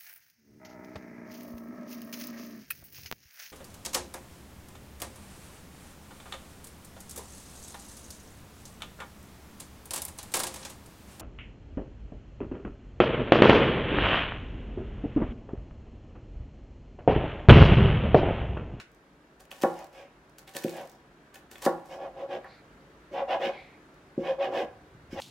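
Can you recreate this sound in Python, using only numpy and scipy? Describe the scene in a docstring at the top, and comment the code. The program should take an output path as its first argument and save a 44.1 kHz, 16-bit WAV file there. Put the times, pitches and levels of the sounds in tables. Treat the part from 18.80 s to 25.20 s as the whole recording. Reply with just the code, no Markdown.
"""A kitchen knife cuts and knocks on a plastic board lying on a wooden table, heard from close above.
Three cuts fracture a crisp vegetable, and the impacts of the edge excite the modes of the board.
Then the knife saws through strips of pork: friction rasps on the plastic, and stick-slip motion gives
short squeaks. A packet crinkles at the start; a small room adds reverberation, noise and a low rumble."""
import sys
import numpy as np
from scipy import signal
from scipy.fft import rfft, irfft
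from scipy.io import wavfile
from scipy.ndimage import uniform_filter1d

SR = 44100
rng = np.random.default_rng(int(sys.argv[2]) if len(sys.argv) > 2 else 0)


def transcribe(u):
    """Save the signal u as a 16-bit wav file named by the first command-line argument.

    u: samples, shape (n,) or (channels, n), limited to [-1, 1]; the rate is SR.
    q: integer samples, one column per channel.
    """
    v = np.clip(np.atleast_2d(u).T, -1, 1)
    q = np.round(v * 32767).astype(np.int16)
    wavfile.write(sys.argv[1], SR, q)


N = 282310
TIME = np.arange(N) / SR

# Strokes of the edge to and fro along the board. Each row: middle and length in seconds,
# then relative levels in dB of heavy drag, light drag, rasp and hiss of the tip.
STROKES = [(1.006, .18, -53, -46, -56.5, -63), (1.197, .19, -49, -52.5, -56.5, -65.5),
           (1.989, .19, -41.5, -41, -50.5, -63), (2.141, .1, -61, -57.5, -74, -69),
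           (3.137, .12, -42, -44, -51.5, -59.5), (3.24, .16, -38.5, -38, -55, -69.5),
           (3.413, .15, -39.5, -41.5, -56, -69), (3.542, .135, -33, -35.5, -46, -63.5),
           (4.339, 0.063, -37, -56, -55, -64.5), (4.392, .13, -35, -31, -44, -67),
           (4.531, 0.13, -31.5, -26, -37, -60.5), (4.657, 0.15, -27.5, -30, -36, -56),
           (4.746, .08, -58, -47, -52, -79), (5.41, .07, -36.5, -63, -61.5, -67),
           (5.489, 0.16, -35, -35.5, -42, -62), (5.645, .135, -31, -30, -39.5, -62),
           (5.711, 0.074, -36, -39, -70, -78), (5.788, .17, -28, -30.5, -38.5, -55.5),
           (6.336, 0.074, -61, -63, -52, -56.5), (6.41, .14, -35, -35.5, -43, -57)]


def amp(db):
    """Amplitude ratio of a level in decibels."""
    return 10 ** (np.asarray(db) / 20)


def unit(x):
    """Normalisation to an rms of one."""
    return x / np.sqrt(np.mean(x ** 2) + 1e-20)


def at_frequency(points, hz):
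    """Interpolation of (frequency, value) points on a logarithmic frequency axis."""
    known_hz, values = np.transpose(points)
    return np.interp(np.log(hz + 1), np.log(known_hz + 1), values)


def convolve(x, response):
    """Output of a linear system with the given impulse response."""
    return signal.fftconvolve(np.atleast_2d(x), np.atleast_2d(response), axes=1)[:, :N]


def colour(x, spectrum, resonances=(), size=4096):
    """Minimum-phase filtering at unit energy, from (Hz, dB) points and resonance peaks."""
    hz = np.fft.rfftfreq(size, 1 / SR)
    peaks_db = sum(db / (1 + (2 * (hz - centre) / width) ** 2) for centre, width, db in resonances)
    cepstrum = irfft(np.log(amp(at_frequency(spectrum, hz) + peaks_db)))
    causal = (np.arange(size) > 0) & (np.arange(size) < size // 2)
    response = irfft(np.exp(rfft(2 * cepstrum * causal)))
    return convolve(x, response / np.linalg.norm(response))


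def spread(x, apart):
    """Decorrelation: the treble reaches two microphones by differing short paths."""
    t = np.arange(SR // 120) / SR
    paths = rng.standard_normal(len(t)) * np.sin(np.pi * np.sqrt(t / t[-1]))
    side = convolve(x, paths / np.linalg.norm(paths))
    side = signal.lfilter(*signal.butter(2, 1100, 'high', fs=SR), side)
    return x + apart * side * np.array([[1], [-1]])


def grains(per_s, range_db):
    """Shot noise: impulses of uneven size at random times."""
    sizes = amp(range_db * np.minimum(rng.exponential(1, N), 4)) * rng.choice([-1, 1], N)
    return unit(sizes * (rng.random(N) < per_s / SR))


def wander(count, size):
    """Random fluctuation: noise averaged over size samples."""
    return unit(uniform_filter1d(rng.standard_normal(count), size))


def steady(x, size=900):
    """Division by the running rms removes slow swells and keeps the grain."""
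    return x / np.sqrt(uniform_filter1d((x ** 2).mean(0), size) + 1e-9)


def room(x, gap_s=0.007):
    """Reverberation: a diffuse field decays exponentially, nearly alike at both microphones in the bass."""
    # Decay of the kitchen. Each row: frequency in Hz, reverberation time in seconds.
    decay_times = [(100, 0.44), (400, 0.33), (1000, 0.48), (3000, 0.25), (8000, 0.17), (16000, 0.2)]
    hz, t, bands = signal.stft(rng.standard_normal((2, SR // 2)), SR, nperseg=256)
    mid, side = bands * amp(-60 * t / at_frequency(decay_times, hz)[:, None])
    side *= at_frequency([(200, 0.21), (600, 0.25), (1500, 0.3), (4000, 1.0)], hz)[:, None]
    tail = signal.istft(np.array([mid + side, mid - side]), SR, nperseg=256)[1]
    tail /= np.linalg.norm(tail[0])
    return convolve(x, np.pad(tail, ((0, 0), (int(gap_s * SR), 0))))


def background():
    """Ambient noise: a nearly steady broadband bed, and a low rumble that swells towards the end."""
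    # Spectrum of the room noise. Each row: frequency in Hz, relative level in dB.
    air_spectrum = [(15, -51), (25, -22), (55, 0.5), (92, -11.5), (134, -2), (277, -2.5), (335, -1.5),
                    (405, -4.5), (714, -9), (775, -10.5), (1610, -13.5), (3920, -26.5), (13200, -41.5),
                    (16000, -44.5)]
    # Course of the room noise. Each row: time in seconds, relative level in dB.
    air_levels = [(0, -61.5), (2.6, -59.5), (3.9, -58), (6.4, -58.5)]
    # Course of the rumble. Each row: time in seconds, level in dB.
    rumble_levels = [(0, -87), (2.4, -76), (3.7, -69.5), (5.0, -71), (6.05, -60.5), (6.25, -61.5),
                     (6.4, -47.5)]
    rumble_spectrum = [(15, -21), (35, -3.5), (55, 0.5), (90, 1.5), (160, -2), (500, -60)]
    air = unit(colour(rng.standard_normal(N), air_spectrum))
    air *= amp(1 + np.interp(TIME, *np.transpose(air_levels)))
    rumble = unit(colour(rng.standard_normal(N), rumble_spectrum))
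    rumble *= amp(np.interp(TIME, *np.transpose(rumble_levels)))
    diffuse = amp(-6) * room(air)
    return spread(air, apart=0.94) + diffuse + rumble


def packet(level_db=-42.5, t60_s=0.1):
    """Decaying shot noise: a packet of thin plastic crinkles and settles."""
    # Spectrum of the crinkle. Each row: frequency in Hz, relative level in dB.
    spectrum = [(400, -6.5), (800, -12.5), (1400, -1), (2000, -1), (4100, -12), (7200, -18), (15000, -35)]
    crinkle = steady(colour(grains(per_s=2800, range_db=0.5), spectrum))
    return spread(crinkle * amp(level_db - 60 * TIME / t60_s), apart=0.54)


def wipes():
    """Band-limited friction noise: food rubs the flat of the blade, which sings faintly."""
    # Each row: middle and half length in seconds, level in dB, centre and bandwidth in Hz.
    rubs = [(1.22, 0.081, -63, 2340, 700), (1.684, 0.0096, -52.5, 2520, 1990),
            (3.663, 0.016, -55, 1500, 900), (3.717, 0.094, -61.5, 2050, 700),
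            (3.725, 0.066, -63, 4220, 1000), (4.785, 0.046, -49.5, 2240, 350),
            (4.768, 0.12, -61, 3670, 1300), (4.888, 0.092, -59.5, 2210, 513)]
    out = np.zeros((1, N))
    for middle_s, half_s, db, hz, width_hz in rubs:
        band = signal.butter(2, [hz - width_hz / 2, hz + width_hz / 2], 'band', fs=SR, output='sos')
        envelope = amp(db) * np.exp(-((TIME - middle_s) / half_s) ** 2)
        out += envelope * unit(signal.sosfilt(band, rng.standard_normal(N)))
    return spread(out, apart=0.3)


def squeaks(waver=0.023, overtone_db=-24):
    """Stick-slip oscillation: the edge catches and slides in step with a strong mode of the board."""
    # Each row: middle and half length in seconds, level in dB, frequency in Hz.
    catches = [(3.447, 0.018, -31, 548), (4.424, 0.023, -27, 552), (4.700, 0.018, -30, 540),
               (5.509, 0.024, -23, 540), (5.612, 0.022, -23.5, 541)]
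    out = np.zeros(N)
    for middle_s, half_s, db, hz in catches:
        near = abs(TIME - middle_s) < 4 * half_s
        t = TIME[near] - middle_s
        phase = 2 * np.pi * np.cumsum(hz * (1 + waver * wander(len(t), size=200))) / SR
        tone = np.sin(phase) + amp(overtone_db) * np.sin(2 * phase)
        out[near] += amp(db) * np.exp(-(t / half_s) ** 2) * tone
    return out


def tearing_envelope(break_rise_db=10, draw_fade_db=-23, tear_rise_s=0.0035):
    """Progressive fracture: crackle grows as the stalk gives way and fades as the blade is drawn out."""
    # Cuts through the vegetable. Each row: arrival at the board in seconds, then a duration in
    # seconds and a relative level in dB for each of pressing, breaking and drawing out.
    cuts = [(0.836, .13, -56.5, 0.022, -36, 0.29, -55), (1.845, 0.11, -51, 0.011, -38.5, 0.3, -51),
            (2.865, .15, -58.5, 0.046, -34, 0.25, -61)]
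    # Single leaves tear. Each row: time in seconds, relative level in dB, 60 dB decay time in seconds.
    tears = [(0.602, -54, 0.14), (0.713, -50, .13), (1.13, -61.5, 0.4), (1.583, -59, 0.28),
             (1.676, -51.5, 0.29), (1.763, -35, 0.073), (2.545, -51, 0.2), (2.715, -47.5, .09),
             (3.055, -59.5, 0.5)]
    gain = np.zeros(N)
    for arrival_s, press_s, press_db, break_s, break_db, draw_s, draw_db in cuts:
        t = TIME - arrival_s
        gain += amp(press_db) * ((t > -press_s) & (t <= -break_s))
        gain += amp(np.interp(t, [-break_s, 0], [break_db - break_rise_db, break_db], -np.inf, -np.inf))
        gain += amp(draw_db + draw_fade_db * (t / draw_s) ** 2) * (t > 0)
    for peak_s, db, t60_s in tears:
        t = TIME - peak_s
        rise = np.exp(np.minimum(t, 0) / tear_rise_s)
        gain = np.hypot(gain, rise * amp(db - 60 * np.maximum(t, 0) / t60_s))  # powers add
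    return abs(uniform_filter1d(gain, size=130))


def snaps(tear_s=0.0009):
    """Brittle fracture: fibres snap and wet food ticks in noise bursts of a few milliseconds."""
    # Each row: time in seconds, relative level in dB, weight of the lower treble in dB.
    fractures = [(0.1157, -58, -10), (0.1467, -56, -13), (0.606, -47, -1), (0.6524, -51, -1),
                 (0.7141, -40, 12.5), (0.7248, -44, 8), (0.8194, -28, -3), (0.833, -32, 6.5),
                 (0.9896, -41, -6), (1.043, -43.5, -9), (1.068, -51, -3), (1.4955, -56, -8),
                 (1.5834, -37, -12), (1.5907, -40.5, -24), (1.7504, -37.5, 4.5), (1.766, -23, -14),
                 (1.7866, -34, -16), (1.8218, -41, -10), (1.8399, -29.5, -4), (1.881, -39.5, 4),
                 (1.8937, -36.5, -15), (1.9082, -41, -14), (1.9403, -47, -6), (1.9674, -39.5, -5),
                 (2.0123, -46, -2), (2.0537, -51, -9), (2.0726, -47, -8), (2.0956, -44.5, -24),
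                 (2.1159, -48, -18), (2.5445, -42, -6), (2.5556, -41, 5), (2.7132, -39, -4),
                 (2.756, -49.5, 15.5), (2.7811, -44, 1), (2.822, -34.5, -1), (2.8514, -26, -5),
                 (3.057, -52, -14), (3.644, -56, -2), (5.1425, -58, -4), (5.8466, -60, -6)]
    high_spectrum = [(1500, -5), (4500, 5), (8000, 2.5), (12000, -1.5), (16000, -1)]
    low_spectrum = [(200, -13), (700, -24), (1300, -7), (1900, -2), (3300, 1), (5500, -21.5),
                    (12000, -38.5)]
    high, low = np.zeros((2, N))
    age = np.arange(SR // 50) / SR / tear_s
    for time_s, db, weight_db in fractures:
        burst = amp(db) * unit(rng.laplace(size=len(age)) * age ** 2 * np.exp(-age)) / 4
        start = round((time_s - tear_s / 2) * SR)
        high[start:start + len(age)] += burst
        low[start:start + len(age)] += amp(weight_db) * burst
    return amp(-5) * colour(high, high_spectrum) + amp(-6) * colour(low, low_spectrum)


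def vegetable(ring, crackle_db=-3, board_db=-30, damping_s=0.029):
    """Acoustic emission: cell walls burst in a dense crackle, fibres in snaps; both drive the board."""
    # Spectrum of the crackle. Each row: frequency in Hz, relative level in dB.
    spectrum = [(200, -13), (700, 5.5), (1300, 4.5), (1900, 4.5), (3200, 4.5), (4500, 3.5), (8000, 1.5),
                (12000, -2.5), (16000, -5)]
    cells = grains(per_s=6000, range_db=3) + amp(-1) * grains(per_s=280, range_db=3)
    crackle = steady(colour(cells, spectrum), size=2000) * tearing_envelope()
    crunch = amp(crackle_db) * crackle + snaps()
    damped_ring = ring * np.exp(-TIME[:len(ring)] / damping_s)  # the food damps the board
    return spread(crunch, apart=0.44) + amp(board_db) * convolve(crunch, damped_ring)


def stroke_speed(middle_s, length_s):
    """Half a cycle of harmonic motion: the edge speeds up from rest and slows to rest again."""
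    return np.sin(np.pi * np.clip((TIME - middle_s) / length_s + 0.5, 0, 1))


def friction_envelope(part, power, tilt_db):
    """Friction noise grows as a power of speed; its level also tilts by tilt_db along each stroke."""
    column = ["heavy", "light", "rasp", "hiss"].index(part)
    gain = np.zeros(N)
    for middle_s, length_s, *levels_db in STROKES:
        along = np.clip((TIME - middle_s) / length_s, -0.5, 0.5)
        gain += amp(levels_db[column] + tilt_db * along) * stroke_speed(middle_s, length_s) ** power
    return gain


def chatter(slow_hz=280, fast_hz=900, roughness=0.22):
    """Roughness excitation: the edge rides over the pebbled surface at a rate that rises with speed."""
    speed_squared = sum(stroke_speed(*row[:2]) ** 2 for row in STROKES)
    hz = (slow_hz + (fast_hz - slow_hz) * speed_squared) * (1 + roughness * wander(N, size=60))
    phase = 2 * np.pi * np.cumsum(hz) / SR
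    return unit(np.sin(phase) + 0.5 * np.sin(2 * phase))


def blade_echo(x, near_s=0.001214, far_s=0.0026, reflection=0.43, slide_hz=1.3):
    """Reflection: bending waves return from the blade's end, their delay drifting as the contact slides."""
    place = 0.5 + 0.5 * np.sin(2 * np.pi * (slide_hz * TIME + rng.random()))
    delay_s = near_s + (far_s - near_s) * place
    first = reflection * np.interp(TIME - delay_s, TIME, x)
    second = reflection ** 2 * np.interp(TIME - 2 * delay_s, TIME, x)
    return x + first + second


def sawing(ring, chatter_db=-14, damping_s=0.049):
    """Sliding friction: the edge trips over scored plastic; the slips shake the board and the blade."""
    # Spectra of the two drag forces, the rasp and the hiss. Each row: frequency in Hz, relative level in dB.
    heavy_spectrum = [(60, -20), (150, -16), (300, -8), (480, -1), (560, 1), (620, -14.5), (720, -11.5),
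                      (1500, -40)]
    light_spectrum = [(300, -40), (540, -27), (640, 4), (800, -0.5), (1100, -5), (1400, -11), (2200, -23.5),
                      (5000, -51.5)]
    rasp_spectrum = [(300, -54.5), (1000, -5.5), (1350, -9), (1650, 7.5), (2300, -2), (3100, -0.5),
                     (3600, -3), (4100, -12), (5500, -16.5), (8000, -46.5), (15000, -41)]
    hiss_spectrum = [(2500, -30), (4000, -4.5), (5000, 10.5), (6500, 5), (8000, -2), (11000, -9),
                     (15000, -7)]
    # Resonances of the blade. Each row: frequency in Hz, bandwidth in Hz, boost in dB.
    blade_modes = [(1788, 99, 4), (2205, 31, 14), (2495, 71, 9.5), (2810, 130, 6.5), (3030, 260, 2)]
    slips = grains(per_s=2500, range_db=3)
    force = slips + amp(chatter_db) * chatter()
    damped_ring = ring * np.exp(-TIME[:len(ring)] / damping_s)  # meat and hand damp the board
    heavy = steady(convolve(colour(force, heavy_spectrum), damped_ring))
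    light = steady(convolve(colour(force, light_spectrum), damped_ring))
    grit = unit(amp(-wander(N, size=130)))  # old knife marks make clumps of a few milliseconds
    rasp = steady(colour(blade_echo(slips * grit), rasp_spectrum, blade_modes))
    hiss = steady(colour(grit * rng.standard_normal(N), hiss_spectrum))
    # The edge bites first and bears down later: the drag tilts up, rasp and hiss tilt down.
    heavy *= amp(-2) * friction_envelope("heavy", power=1.17, tilt_db=3.5)
    light *= amp(-1) * friction_envelope("light", power=1.17, tilt_db=3.5)
    rasp *= amp(-0.5) * friction_envelope("rasp", power=2.3, tilt_db=-8.5)
    hiss *= amp(-3) * friction_envelope("hiss", power=1.6, tilt_db=-6)
    drag = spread(heavy + light, apart=0.61)
    lean_right = amp([[-1.1], [1.1]])
    return drag + lean_right * spread(rasp, apart=0.38) + spread(hiss, apart=0.87)


def board_ring(build_s=0.0034, dense_db=-5, dense_t60_s=0.12):
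    """Modal superposition: low modes move at once, higher ones build up out of step among many weak ones."""
    # Modes of the board on its table. Each row: frequency in Hz, relative level in dB,
    # 60 dB decay time in seconds.
    modes = [(133.5, -28, 0.54), (169.9, -16, 0.41), (221.7, -18.5, 0.24), (243, -9.5, 0.11),
             (279.7, -9, 0.1), (305.4, -9, 0.1), (333, -12, 0.43), (356.9, -5, 0.25), (428, -18.5, 0.15),
             (480, -4.5, 0.22), (536.9, 0.5, 0.2), (565.3, -1.5, 0.065), (631, -14.5, 0.22),
             (640.3, -9.5, 0.063), (700, -10, 0.24), (752.4, 0.5, 0.12), (780.8, -2, 0.22), (819, -3, 0.13),
             (835, -15.5, 0.48), (907, -8, 0.12), (938, -14, 0.13), (1076, -9.5, 0.11), (1110, -10, 0.2),
             (1237, -25, 0.16), (1394, -13, 0.15), (1492, -12, 0.084), (1614, -17.5, 0.085),
             (1737, -11.5, 0.093)]
    dense_spectrum = [(150, -36), (400, -4.5), (900, 7.5), (1300, -10), (1800, 2.5), (2400, -15),
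                      (4000, -30), (9000, -18)]
    t = np.arange(SR // 2) / SR
    dense = colour(rng.standard_normal(len(t)), dense_spectrum)[0, :len(t)]
    ring = unit(dense) * amp(dense_db - 60 * t / dense_t60_s)
    for hz, db, t60_s in modes:
        is_high = hz > 450
        build = 1 - is_high * np.exp(-t / build_s)
        phase = 1.57 + is_high * rng.normal(0, 0.68)
        ring += amp(db - 60 * t / t60_s) * build * np.sin(2 * np.pi * hz * t + phase)
    return ring


def knocks(ring, thud_db=-3, thud_s=0.00057):
    """Impact excitation: each blow of the edge pushes the board in and sets it ringing."""
    # Each row: start in seconds, relative force in dB, lower cutoff in Hz (high for a touch of the
    # tip), upper cutoff in Hz (low when food cushions the blow).
    impacts = [(0.714, -48, 614, 2500), (0.8362, -18.5, 175, 1400), (1.7530, -41.5, 138.4, 800),
               (1.7660, -54, 396, 1300), (1.8460, -22, 135, 450), (2.5550, -57, 400.5, 1100),
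               (2.8240, -42, 450, 1300), (2.8638, -18.5, 174, 1560), (3.644, -38.5, 880, 1990),
               (5.3775, -21, 145, 384), (6.147, -32, 67.2, 129.3), (6.328, -30.5, 128.7, 339.7)]
    age = np.arange(len(ring)) / SR / thud_s
    blow = ring + amp(thud_db) * np.e * age * (2 - age) * np.exp(-age)
    out = np.zeros(N)
    for start_s, db, low_hz, high_hz in impacts:
        # A small board radiates little bass: the air slips around it.
        radiated = signal.sosfilt(signal.butter(4, low_hz, 'high', fs=SR, output='sos'), blow)
        cushioned = signal.lfilter(*signal.butter(4, high_hz, fs=SR), radiated)
        span = out[round(start_s * SR):][:len(ring)]
        span += amp(db) * cushioned[:len(span)]
    return spread(out[None], apart=0.43)


def scene(board_wet_db=-9, blade_wet_db=-10, crunch_wet_db=-7):
    """Superposition of the direct sound of knife, food and board, its reverberation and the background."""
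    ring = board_ring()
    blows = knocks(ring)
    blade = sawing(ring) + squeaks() + wipes()
    crunch = vegetable(ring) + packet()
    wet = room(amp(board_wet_db) * blows + amp(blade_wet_db) * blade + amp(crunch_wet_db) * crunch)
    return blows + blade + crunch + wet + background()


def record(dry, cutoff_hz=15950):
    """Band limiting: a linear-phase low-pass filter removes the highest treble."""
    lowpass = signal.firwin(511, cutoff_hz, window=("kaiser", 9), fs=SR)
    return signal.oaconvolve(dry, lowpass[None], "same")


dry = scene()
out = record(dry)
transcribe(out)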